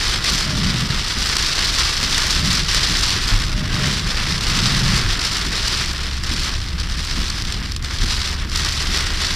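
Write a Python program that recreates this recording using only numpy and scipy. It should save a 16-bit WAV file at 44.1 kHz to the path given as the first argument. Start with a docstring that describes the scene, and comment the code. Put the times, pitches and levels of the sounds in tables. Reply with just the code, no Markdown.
"""Night drive through a downpour

Inside the car, sheets of rain spatter on the windscreen and drum on the roof, and fat drops smack the
glass. The road rumbles and bumps, puddles roar against the wheel arches, and the engine drones and slowly
gains speed. The wipers thud softly at each turn and their rubber hoots now and then."""
import sys
import numpy as np
from scipy import signal
from scipy.fft import rfft, irfft, next_fast_len
from scipy.io import wavfile
from scipy.ndimage import map_coordinates

SR = 44100
rng = np.random.default_rng(int(sys.argv[2]) if len(sys.argv) > 2 else 0)


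def log_audio(samples):
    """Write samples as a 16-bit WAV file to the path given in sys.argv[1]."""
    # one column per channel
    frames = np.atleast_2d(samples).T
    # limit to full scale, then quantise
    limited = np.clip(frames, -1, 1)
    pcm = np.round(limited * 32767).astype(np.int16)
    wavfile.write(sys.argv[1], SR, pcm)


N = 412335


def amp(db):
    """Decibels to gain."""
    return 10 ** (np.asarray(db) / 20)


def unit(x):
    """Scale to rms 1."""
    return x / np.sqrt(np.mean(x ** 2) + 1e-20)


def along(points, hz):
    """Read an EQ curve on a log frequency axis."""
    f, db = np.transpose(points)
    return np.interp(np.log(hz + 1), np.log(f), db)


def curves(rows):
    """Automation: one value per sample for each column after the time."""
    s, *cols = np.transpose(rows)
    return [np.interp(np.arange(N) / SR, s, c) for c in cols]


def swell(s, rise, hold, fall):
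    """An envelope that rises to 1 by time s, holds and falls back to 0."""
    return np.interp(np.arange(N) / SR, s + np.cumsum([-rise, rise, hold, fall]), [0, 1, 1, 0])


def wobble(rate):
    """A smooth random curve, rate knots a second."""
    knots = rng.standard_normal(int(N * rate / SR) + 4)
    return map_coordinates(knots, [np.arange(N) * rate / SR])


def filtered(x, response):
    """Zero-phase EQ; response gives the gain at each frequency."""
    m = next_fast_len(N + SR // 2)
    return irfft(rfft(x, m) * response(np.fft.rfftfreq(m, 1 / SR)), m)[..., :N]


def coloured(x, spectrum, size=8192):
    """Play x through a unit-energy body with this spectrum; minimum phase keeps attacks sharp."""
    gain = amp(along(spectrum, np.fft.rfftfreq(size, 1 / SR)))
    cepstrum = irfft(np.log(gain))
    cepstrum[1:size // 2] *= 2
    cepstrum[size // 2:] = 0
    body = irfft(np.exp(rfft(cepstrum)))
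    return signal.fftconvolve(x, body / np.linalg.norm(body))[:N]


def noise(spectrum, envelope=1):
    """Noise shaped by an envelope, then coloured by a body; rms 1."""
    return unit(coloured(envelope * rng.standard_normal(N), spectrum))


def add(track, s, sound):
    """Mix a sound into a track at time s."""
    room = track[max(round(s * SR), 0):][:len(sound)]
    room += sound[:len(room)]


def patter(density, spread_db, t60, cabin_t60=.09, wet=.22):
    """Envelope of drops of scattered size, density a second: each cracks and leaves a short cabin echo."""
    lands = rng.random(N) < density / SR
    sizes = amp(spread_db * np.minimum(rng.standard_normal(N), 2.4))  # oversized drops break up
    keep = amp(-60 / (np.array([t60, cabin_t60]) * SR)) ** 2  # energy left after one sample
    crack, echo = [signal.lfilter([1 - k], [1, -k], lands * sizes ** 2) for k in keep]
    return unit(np.sqrt((crack + wet * echo) / density))


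# Slow fader ride of the rain: t/s, level/dB
RAIN_RIDE = [(0.0, -22.5), (0.3, -19), (0.52, -24.5), (0.85, -26), (1.4, -21.5), (2.85, -20.7), (3.3, -23),
             (4.2, -25), (4.7, -21), (5.2, -25.5), (5.8, -22), (5.98, -30), (6.45, -25.5), (6.6, -32.5),
             (7.25, -26), (7.65, -33.5), (8.15, -25.0), (9.35, -23.5)]
# Lulls, where the rain thins and snaps back: thinnest at t/s, fade/s, depth/dB
RAIN_LULLS = [(0.215, 0.062, 10.5), (1.96, 0.023, 1.5), (2.43, .04, 2), (2.629, .07, 4.5),
              (3.681, 0.39, 10), (4.02, .07, 6.5), (4.39, 0.074, 4), (5.06, 0.056, 3), (5.49, 0.034, 2.5),
              (6.197, 0.059, 8.5), (6.75, 0.15, 3), (7.805, 0.098, 10.5), (8.47, 0.18, 14.5)]
# Sheets of water flung at the glass: t/s, hold/s, boost/dB
RAIN_SHEETS = [(2.745, 0.44, 0.5), (3.85, 0.24, 1), (4.96, 0.018, 4), (5.242, 0.074, 3), (8.59, 0.032, 1.5),
               (8.98, 0.024, 3.3)]


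def downpour():
    """Strength of the rain in dB: a slow swell, broken by lulls and topped by sheets."""
    ride_db, = curves(RAIN_RIDE)
    lull_db = sum(db * swell(s, fade, hold=0, fall=.061) for s, fade, db in RAIN_LULLS)
    sheet_db = sum(db * swell(s, rise=.041, hold=hold, fall=.052) for s, hold, db in RAIN_SHEETS)
    return ride_db - lull_db + sheet_db


# Bright spatter of the windscreen: f/Hz, relative level/dB
GLASS_EQ = [(500, -27.5), (1200, -5), (2400, -3.5), (3600, 1), (5100, 3), (5800, -1.5), (6600, -9.5),
            (8000, -12.5), (10000, -18.5), (11500, -25), (14000, -29.5)]
# Hard tick of close hits: f/Hz, relative level/dB
TICK_EQ = [(1500, -26), (4500, 9.5), (8500, -5), (11500, -15), (14300, -14.5)]
# Boxy drumming of the roof: f/Hz, relative level/dB
ROOF_EQ = [(150, -17.5), (350, -3), (550, -8.5), (850, -7.5), (1150, -2), (1600, -1.5), (1950, -0.5),
           (2400, -5), (3500, -5), (7000, -34.5)]
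# Balance of roof against windscreen in average rain: t/s, level/dB
ROOF_BALANCE = [(0, -3), (1.7, -5), (3.2, -4.5), (3.7, -3), (4.8, -2.5), (6.5, -6.5), (8.2, -6), (9.35, -4)]


def rain():
    """Drops burst on glass and roof, denser and brighter in heavy sheets. Returns mid and side."""
    rain_db = downpour()
    balance_db, = curves(ROOF_BALANCE)
    surge_db = rain_db - rain_db.mean()
    flow = amp(surge_db)
    level = amp(rain_db + 1.07 * wobble(26))  # rain arrives in ragged bunches
    drops = patter(1000 * np.sqrt(flow), spread_db=4.5, t60=.025)
    ticks = patter(190 * flow, spread_db=5.5, t60=.015, wet=.15)
    tick_gain = amp(-10 + .5 * surge_db + 2.2 * wobble(9))
    drums = np.hypot(patter(1500 * flow, spread_db=3, t60=.03), .57 * drops)
    roof_gain = amp(balance_db - .48 * surge_db + 1.15 * wobble(12))  # the wide roof evens out sheets
    channels = []
    for _ in range(2):  # the same hits with fresh noise
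        glass = noise(GLASS_EQ, drops) + tick_gain * noise(TICK_EQ, ticks)
        roof = roof_gain * noise(ROOF_EQ, drums)
        channels.append(level * (glass + roof))
    return channels


# Fader ride of the road rumble: t/s, level/dB
RUMBLE_RIDE = [(0, -25), (1.7, -26.5), (2.6, -25), (3.4, -20), (3.9, -26), (5, -21), (5.6, -26.5),
               (7.3, -24), (8.2, -26), (9.35, -26)]
# Sub-heavy tyre rumble through the body: f/Hz, relative level/dB
RUMBLE_EQ = [(10, -24), (24, 4.5), (34, 2), (52, 0.5), (80, -9), (100, -5), (130, -14.5), (200, -19.5),
             (270, -20.5), (380, -28), (700, -68), (2000, -56)]
# Puddles under the wheels: t/s, hold/s, level/dB
PUDDLE_CUES = [(0.524, 0.26, -22.5), (2.435, 0.033, -25.5), (3.61, 0.31, -25.5), (4.305, 0.031, -29.5),
               (4.588, .28, -23.5)]
# Muffled roar of water in the wheel arches: f/Hz, relative level/dB
SPRAY_EQ = [(45, -30), (75, -6), (125, 1.5), (180, 0), (235, -9), (300, -18), (400, -22), (600, -35),
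            (1500, -60)]


def road(wet_road_db=-36):
    """Tyres rumble and spray; they plunge quickly into puddles and the thrown water falls back slowly."""
    rumble_db, = curves(RUMBLE_RIDE)
    puddles = sum(amp(db) * swell(s, rise=.11, hold=hold, fall=.25) for s, hold, db in PUDDLE_CUES)
    spray = amp(wet_road_db) + puddles
    return amp(rumble_db) * noise(RUMBLE_EQ) + spray * noise(SPRAY_EQ)


# Engine drone: t/s, firing rate f/Hz, level/dB
ENGINE_RIDE = [(0, 66.55, -34.5), (5.3, 65.5, -35.5), (6.2, 68.17, -29.5), (7.7, 70.47, -30.5),
               (9.35, 74.9, -29)]


def engine():
    """The cylinders fire in a low, slightly unsteady note with a weak octave."""
    hz, db = curves(ENGINE_RIDE)
    phase = 2 * np.pi * np.cumsum(hz * (1 + .0085 * wobble(6.5))) / SR
    level = amp(db + 1.5 * wobble(5))
    return level * np.sqrt(2) * (np.sin(phase) + amp(-19) * np.sin(2 * phase))


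# Fat drops on the glass: t/s, pre-EQ peak level/dB
SPLAT_CUES = [(0.243, -11), (1.367, -4.5), (1.785, -5), (2.18, -4), (2.746, -3), (5.68, -7), (6.236, -14),
              (6.8, -14.5), (7.301, -11), (7.421, -13.5), (7.523, -11), (7.719, -15), (7.763, -12),
              (7.825, -19), (7.846, -16.5), (8.497, -17), (8.559, -8.5), (8.648, -7)]


def splats(t60=.017, attack_s=.0003):
    """Single fat drops burst on the windscreen close by, each a short, bright crack."""
    hits, t = np.zeros(N), np.arange(SR // 20) / SR
    envelope = amp(-60 * t / t60) * (1 - np.exp(-t / attack_s))
    for s, db in SPLAT_CUES:
        crack = rng.standard_normal(len(t)) * envelope
        add(hits, s, amp(db) * crack / np.abs(crack).max())
    glass = coloured(hits, GLASS_EQ) + amp(-5) * coloured(hits, TICK_EQ)
    return glass + amp(-10) * coloured(hits, ROOF_EQ)


# Dull thud of a blade flopping over: f/Hz, relative level/dB
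THUD_EQ = [(40, -10), (100, -10), (160, 2), (240, -1), (350, -8), (700, -44), (2000, -39)]
# Rubber hooting on the glass: centre t/s, length/s, peak level/dB
HOOT_CUES = [(0.518, 0.17, -38), (2.453, 0.07, -40), (3.592, 0.13, -39.5), (3.814, 0.17, -38)]


def wipers(first_s=.31, period_s=.857, top_db=-25.5, foot_db=-31, hoot_hz=612):
    """The blades flop over with a soft thud at both ends of each sweep; now and then the rubber sings."""
    flops, t = np.zeros(N), np.arange(SR // 3) / SR
    thud = amp(-60 * t / .36) * (1 - np.exp(-t / .005))
    for s in np.arange(first_s, N / SR, period_s):
        add(flops, s, amp(top_db) * thud)
        add(flops, s + period_s / 2, amp(foot_db) * thud)
    now = np.arange(N) / SR
    grip = sum(amp(db) * np.exp(-(2 * (now - s) / length) ** 2) for s, length, db in HOOT_CUES)
    phase = 2 * np.pi * np.cumsum(hoot_hz * (1 + .027 * wobble(90))) / SR
    return flops * noise(THUD_EQ) + grip * np.sin(phase)


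# Bumps in the road: t/s, relative level/dB
BUMP_CUES = [(3.311, -4), (3.497, -12), (5.031, -6), (7.988, -6.5)]


def bumps(body_hz=33, cabin_hz=98, t60=.26, attack_s=.04, makeup_db=7):
    """Each bump shakes the body and booms in the cabin air."""
    out, t = np.zeros(N), np.arange(SR // 2) / SR
    boom = np.sin(2 * np.pi * body_hz * t) + .35 * np.sin(2 * np.pi * cabin_hz * t)
    envelope = amp(-60 * t / t60) * (1 - np.exp(-t / attack_s))
    for s, db in BUMP_CUES:
        add(out, s, amp(db + makeup_db) * envelope * boom)
    return out


# Stereo width of the rain: f/Hz, side level against mid/dB
SIDE_EQ = [(3800, -83), (4400, -36.5), (6000, -11.5), (8000, -4), (14000, -4)]


def scene():
    """The mix from the front seat: only the treble of the rain spreads sideways."""
    rain_mid, rain_side = rain()
    mid = rain_mid + splats() + road() + bumps() + engine() + wipers()
    side = filtered(rain_side + splats(), lambda hz: amp(along(SIDE_EQ, hz)))
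    return np.array([mid + side, mid - side])


def record(dry, ceiling=.85, top_hz=14270):
    """Master bus: a soft clip rounds the hardest peaks, then a brick-wall low-pass cuts the top."""
    rounded = dry / (1 + np.abs(dry / ceiling) ** 6) ** (1 / 6)
    return filtered(rounded, lambda hz: hz < top_hz)


dry = scene()
out = record(dry)
log_audio(out)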